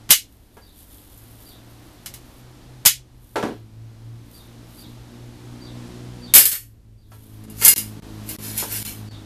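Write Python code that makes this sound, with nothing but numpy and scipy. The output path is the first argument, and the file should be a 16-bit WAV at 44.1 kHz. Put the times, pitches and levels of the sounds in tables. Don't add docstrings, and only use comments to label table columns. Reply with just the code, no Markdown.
import sys
import numpy as np
from scipy import signal
from scipy.fft import rfft, irfft, next_fast_len
from scipy.io import wavfile
from scipy.ndimage import uniform_filter1d, map_coordinates

SR = 44100
rng = np.random.default_rng(int(sys.argv[2]) if len(sys.argv) > 2 else 0)


def dump_mix(stems):
    frames = np.atleast_2d(stems).T
    limited = np.clip(frames, -1, 1)
    pcm = np.round(limited * 32767).astype(np.int16)
    wavfile.write(sys.argv[1], SR, pcm)


N = 407925

# (frequency [Hz], t60 [s])
STEEL_T60 = [(200, 0.057), (900, 0.08), (2500, 0.19), (7000, .18), (13000, 0.14)]
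# (frequency [Hz], weight [dB])
SHEET_RING = [(2132, -1.5), (2820, 2), (4377, -14), (4834, -6.5), (5033, -0.5), (6067, -10), (6858, -0.5),
              (7031, -4.5), (8102, -7.5), (9388, 0.5), (10260, 0), (10930, -5.5), (11720, -5.5),
              (12150, 5.5)]
# (frequency [Hz], weight [dB])
HISS_COLOUR = [(1500, -27), (3400, -6), (5500, -12.5), (8000, -8.5), (11500, -0.5), (14000, -2)]
# (time [s], level [dB])
STREET_SWELL = [(0, -52), (2.1, -49.5), (2.8, -50.5), (5.2, -48.5), (5.9, -44), (7.7, -49.5), (8.3, -42.5),
                (9.25, -46.5)]


def snips():
    bites = [(.0915, -30, -4.5), (.1, -22.5, -5), (.106, -3, 0), (.113, -14, 0), (.121, -8.5, -0.5),
             (1.175, -41, 9), (2.06, -31, -2), (2.139, -36, -0.5), (2.852, -18, -2.5), (2.859, -3.5, -1),
             (2.867, -10.5, 1.5)]
    colour = [(40, -20), (160, -10), (300, -24.5), (600, -12), (1500, -11), (2800, -6), (5000, -3.5),
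              (9000, -4), (12500, 0.5), (14000, -3)]
    modes = [(2939, -6), (5023, -4), (6261, -8.5), (6799, 2.5), (8333, -9.5), (10070, -7), (11460, -3.5),
             (11860, -5.5), (13200, -0.5)]
    return blows(bites, crowded(colour, depth_db=2.5), STEEL_T60, modes,
                 ring_db=-7, ring_t60=0.15, crack=0.34, crack_s=0.012)


def disc():
    landings = [(6.338, -5.5, 0.5), (6.35, 1, 2), (6.364, -10.5, -3), (6.379, -4.5, 2), (6.409, -21, -2),
                (6.44, -25, 2), (6.455, -12, 1.5), (6.485, -29, 1), (6.516, -21.5, 0.5),
                (6.527, -26.5, -1.5), (6.552, -28.5, 0.5)]
    colour = [(40, -27.5), (120, -14), (380, -18), (500, -10), (720, -24), (1700, -8.5), (3000, -8),
              (5200, -7), (9500, -5.5), (13000, 4.5), (14000, -7)]
    decay = [(200, 0.1), (700, 0.18), (1700, 0.23), (7000, 0.23), (13000, 0.17)]
    modes = [(1880, -9.5), (2815, -8.5), (3688, -4), (4420, -10.5), (5025, -7), (5356, -7), (6309, -8),
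             (7014, -11.5), (7752, -2.5), (8015, 0.5), (8780, -4), (9545, -7.5), (10080, -2.5), (10400, -7),
             (10552, -8), (11139, -3), (11583, 2.5), (12048, -4), (12877, -4), (13154, -0.5), (13438, -0.5),
             (13905, -1.5)]
    return blows(landings, crowded(colour, depth_db=4), decay, modes,
                 ring_db=-3.5, ring_t60=0.27, crack=0.45, crack_s=0.0046)


def loose_sheet():
    taps = [(7.438, -49.5, -1), (7.499, -40.5, 1), (7.614, -26.5, -6), (7.622, -20.5, -6.5),
            (7.649, -2.5, 2), (7.662, -14.5, -5.5), (7.68, -2, 1), (7.779, -18.5, 0.5), (8.29, -28, -1),
            (8.577, -20, 3.5)]
    colour = [(40, -41), (600, -26.5), (1700, -16), (2800, -16.5), (3400, -12), (5000, -9.5), (9500, -1.5),
              (12200, 7), (14000, -6.5)]
    return blows(taps, crowded(colour, depth_db=5), STEEL_T60, SHEET_RING,
                 ring_db=-5.5, ring_t60=0.22, crack=0.17, crack_s=0.0026)


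def bench():
    knocks = [(.569, -45.5, 3), (3.3575, -19.5, 2.5), (3.428, -23, 2), (3.438, -22, -4), (3.489, -30, -4),
              (6.35, -26, 1.5), (7.118, -48.5, 5.5), (8.625, -31.5, 2)]
    colour = [(60, -35), (230, -4.5), (430, -0.5), (920, -7.5), (1500, -16.5), (3000, -29), (12000, -47),
              (14000, -59)]
    decay = [(200, 0.36), (1000, 0.19), (4000, 0.42), (12000, 0.29)]
    modes = [(226, 7), (275, -22), (393, -7.5), (447, -7), (576, -2.5), (727, -1.5), (880, -3.5), (960, -5),
             (1340, -8.5), (1650, -10.5)]
    return blows(knocks, crowded(colour, depth_db=1), decay, modes,
                 ring_db=-1.5, ring_t60=0.28, crack=0.25, crack_s=0.003991)


def sliding(grit_db=1.15, ring_db=-17, width_hz=90):
    pushes = [(7.655, 0.015, -12), (7.735, 0.021, -22.5), (8.305, 0.011, -31), (8.44, 0.072, -31.5),
              (8.585, 0.027, -23), (8.72, 0.054, -25), (8.83, 0.059, -29.5)]
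    colour = [(60, -37), (450, -16), (1200, -13.5), (2000, -9), (8000, -6.5), (12400, -1.5), (14000, -3.5)]
    scrape = patchy(noise(crowded(colour, depth_db=3.5)), depth_db=3)
    scrape *= amp(grit_db * wobble(500))
    ring = filtered(scrape, lambda f: sum(
        amp(db) * 1j * f * width_hz / (hz * hz - f * f + 1j * f * width_hz) for hz, db in SHEET_RING))
    slide = unit(unit(scrape) + amp(ring_db) * unit(ring))
    return swells(pushes, rise_db_per_s=372, fall_db_per_s=172.5) * slide


def grainy_hiss():
    rises = [(.33, 0.1, -59), (.58, 0.065, -54.5), (.75, 0.57, -50.5), (1.41, .1, -48), (1.7, 0.69, -57.5),
             (3.24, .27, -55.5), (4.33, 0.047, -50.5), (4.74, 0.05, -47.5), (7.15, 0.2, -53),
             (8.05, .2, -56)]
    hiss = patchy(noise(crowded(HISS_COLOUR, depth_db=3)), depth_db=0.5)
    grain = amp(2 * wobble(22) + 2.3 * wobble(350))
    return swells(rises, rise_db_per_s=190, fall_db_per_s=114) * unit(hiss * grain)


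def engine(beat_hz=3.3, beat_db=-6.5):
    speed = [(0, 55.92), (.3, 54.43), (.7, 45.01), (1.2, 54.8), (2, 58.99), (2.7, 62), (3.05, 62.13),
             (3.65, 55.01), (4.4, 57.95), (5.2, 59.47), (6.3, 60.7), (6.6, 55.16), (7.1, 53.63),
             (9.25, 52.7)]
    levels = [(0, -52.5, -64), (.75, -60.5, -62), (1.35, -49.5, -70), (2.1, -53, -57.5), (2.85, -46.5, -59),
              (3.25, -49, -52), (3.7, -39.5, -49), (4.12, -38, -51), (4.4, -50.5, -54), (5.2, -44, -49.5),
              (5.85, -40.5, -43), (6.8, -42.5, -45.5), (8.2, -41, -42), (9.25, -38.5, -45.5)]
    orders = [(1, -6.5), (3, -8.5), (4, -3), (5, -8.5), (6, -8.5), (8, -16)]
    colour = [(20, 5.5), (50, 8), (80, 3.5), (150, -8), (310, -13.5), (420, -16.5), (900, -38.5)]
    firing_hz = curves(speed)[0] * (1 + 0.006 * wobble(14))
    phase = 2 * np.pi * np.cumsum(firing_hz) / SR
    beat = 2 * np.pi * np.cumsum(beat_hz * (1 + 0.25 * wobble(1.7))) / SR
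    drone_db, buzz_db = curves(levels)
    street_db, duck_db = curves(STREET_SWELL)[0], ducking()
    drone = np.sin(2 * phase) + amp(beat_db) * np.sin(2 * phase + beat)
    hum = amp(drone_db + 0.43 * duck_db) * drone
    for order, db in orders:
        gain = amp(buzz_db + 0.91 * duck_db + db + 2.7 * wobble(12))
        hum += gain * np.sin(order * phase + 0.26 * wobble(12))
    rumble_db = -49 + 0.19 * (street_db - street_db.mean()) + 0.063 * duck_db
    return np.sqrt(2) * hum + amp(rumble_db) * noise(colour)


def bird(high_hz=4660, low_hz=3700, length_s=0.11, rasp=0.042):
    calls = [(.615, -55), (1.457, -50.5), (4.335, -52.5), (4.775, -48), (5.61, -48), (6.219, -44.5),
             (6.975, -68.5), (9.075, -47.5)]
    track, progress = np.zeros(N), np.linspace(0, 1, int(length_s * SR))
    for s, db in calls:
        detune = 0.012 * rng.standard_normal()
        flutter = rasp * (0.15 + 2 * progress) * wobble(500)[:len(progress)]
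        hz = np.interp(progress, [0.3, 0.5], [high_hz, low_hz]) * (1 + detune + flutter)
        swell = np.interp(progress, [0, 0.14, 0.42, 0.68, 1], [0.45, 1.7, 0.52, 1.6, 0.089])
        add(track, s, amp(db) * swell * np.sin(2 * np.pi * np.cumsum(hz) / SR))
    return 0.5 * track + 0.77 * echoes(track, t60=0.33)


def air(hiss_db=-64):
    colour = [(150, -9.5), (300, -1.5), (400, -11.5), (750, -13), (1300, -18), (2400, -22), (4000, -21.5),
              (11000, -32), (14000, -41.5)]
    wash = amp(curves(STREET_SWELL)[0] + 0.31 * wobble(7)) * noise(colour)
    return amp(ducking()) * (wash + amp(hiss_db) * noise(HISS_COLOUR))


def ducking(attack_s=0.02):
    ducks = [(.11, 7.5, 0.27, 1.2), (2.86, 8.5, 0.71, 1.05), (6.351, 20, 0.66, 0.44)]
    t = np.arange(N) / SR
    return -sum(np.interp(t, s + np.cumsum([0, attack_s, hold, recovery]), [0, db, db, 0])
                for s, db, hold, recovery in ducks)


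def blows(rows, colour, decay, modes, ring_db, ring_t60, crack, crack_s):
    track, t = np.zeros(N), np.arange(SR * 3 // 4) / SR
    mode_hz, mode_db = np.transpose(modes)[:, :, None]
    for s, db, tilt in rows:
        hz, age, bands = signal.stft(noise(colour, len(t), tilt), SR, nperseg=256)
        fade = amp(-60 * age / along(decay, hz)[:, None])
        wash = signal.istft(bands * fade, SR, nperseg=256)[1][:len(t)]
        wash *= 1 + crack * np.exp(-t / crack_s)
        weight = amp(mode_db + 2 * tilt * np.log2(mode_hz) + 2 * rng.standard_normal(mode_hz.shape))
        phase = 2 * np.pi * (mode_hz * t + rng.random(mode_hz.shape))
        ring = np.sum(weight * np.sin(phase), axis=0) / np.linalg.norm(weight)
        ring *= amp(-60 * t / ring_t60)
        add(track, s, amp(db) * (wash + amp(ring_db) * ring))
    return track


def crowded(colour, depth_db, spacing_hz=45):
    hz = np.arange(0, SR / 2, spacing_hz)
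    return np.column_stack([hz, along(colour, hz) + depth_db * rng.standard_normal(SR)[:len(hz)]])


def patchy(x, depth_db):
    bands = signal.stft(x, nperseg=1024)[2]
    patches = uniform_filter1d(rng.standard_normal(bands.shape), size=3, axis=0)
    patches = uniform_filter1d(patches, size=7, axis=1)
    return unit(signal.istft(bands * amp(depth_db * unit(patches)), nperseg=1024)[1][:N])


def swells(rows, rise_db_per_s, fall_db_per_s):
    t, power = np.arange(N) / SR, np.zeros(N)
    for s, length, db in rows:
        before, after = np.maximum(s - t, 0), np.maximum(t - s - length, 0)
        power += amp(db - rise_db_per_s * before - fall_db_per_s * after) ** 2
    return np.sqrt(power)


def echoes(x, t60):
    t = np.arange(SR // 2) / SR
    tail = rng.standard_normal(len(t)) * amp(-60 * t / t60)
    return signal.fftconvolve(x, tail / np.linalg.norm(tail))[:N]


def amp(db):
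    return 10 ** (np.asarray(db) / 20)


def unit(x):
    return x / np.sqrt(np.mean(x ** 2) + 1e-20)


def along(points, hz):
    f, v = np.transpose(points)
    return np.interp(np.log(hz + 1), np.log(f + 1), v)


def curves(rows):
    s, *cols = np.transpose(rows)
    return [np.interp(np.arange(N) / SR, s, c) for c in cols]


def wobble(rate):
    return map_coordinates(rng.standard_normal(int(N * rate / SR) + 4), [np.arange(N) * rate / SR])


def filtered(x, response):
    size = next_fast_len(len(x) + SR // 4)
    return irfft(rfft(x, size) * response(np.fft.rfftfreq(size, 1 / SR)), size)[:len(x)]


def noise(colour, size=N, tilt=0):
    white = rng.standard_normal(size)
    return unit(filtered(white, lambda hz: amp(along(colour, hz) + tilt * np.log2(np.maximum(hz, 200)))))


def add(track, s, sound):
    part = track[round(s * SR):][:len(sound)]
    part += sound[:len(part)]


def scene():
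    work = snips() + disc() + loose_sheet() + bench() + sliding() + grainy_hiss()
    room = amp(-17) * echoes(work, t60=0.067)
    return (work + room + engine() + air() + bird())[None]


def record(dry, ceiling=0.87, dip_s=0.021, top_hz=14250, final_top_hz=15500, low_cut_hz=25):
    dips = [(7.457, -4), (7.74, -28.5), (8.001, -17.5), (8.365, -25), (8.829, -12), (9.089, -10.5)]
    gain_db = np.zeros(N)
    for s, db in dips:
        add(gain_db, s, np.full(int(dip_s * SR), db))
    sound = dry[0] * uniform_filter1d(amp(gain_db), size=40)
    sound = filtered(sound, lambda hz: 1 / np.sqrt(1 + (hz / top_hz) ** 240))
    sound = sound / (1 + np.abs(sound / ceiling) ** 6) ** (1 / 6)
    passband = lambda hz: hz / np.hypot(hz, low_cut_hz) / np.sqrt(1 + (hz / final_top_hz) ** 240)
    return filtered(sound, passband)[None]


dry = scene()
out = record(dry)
dump_mix(out)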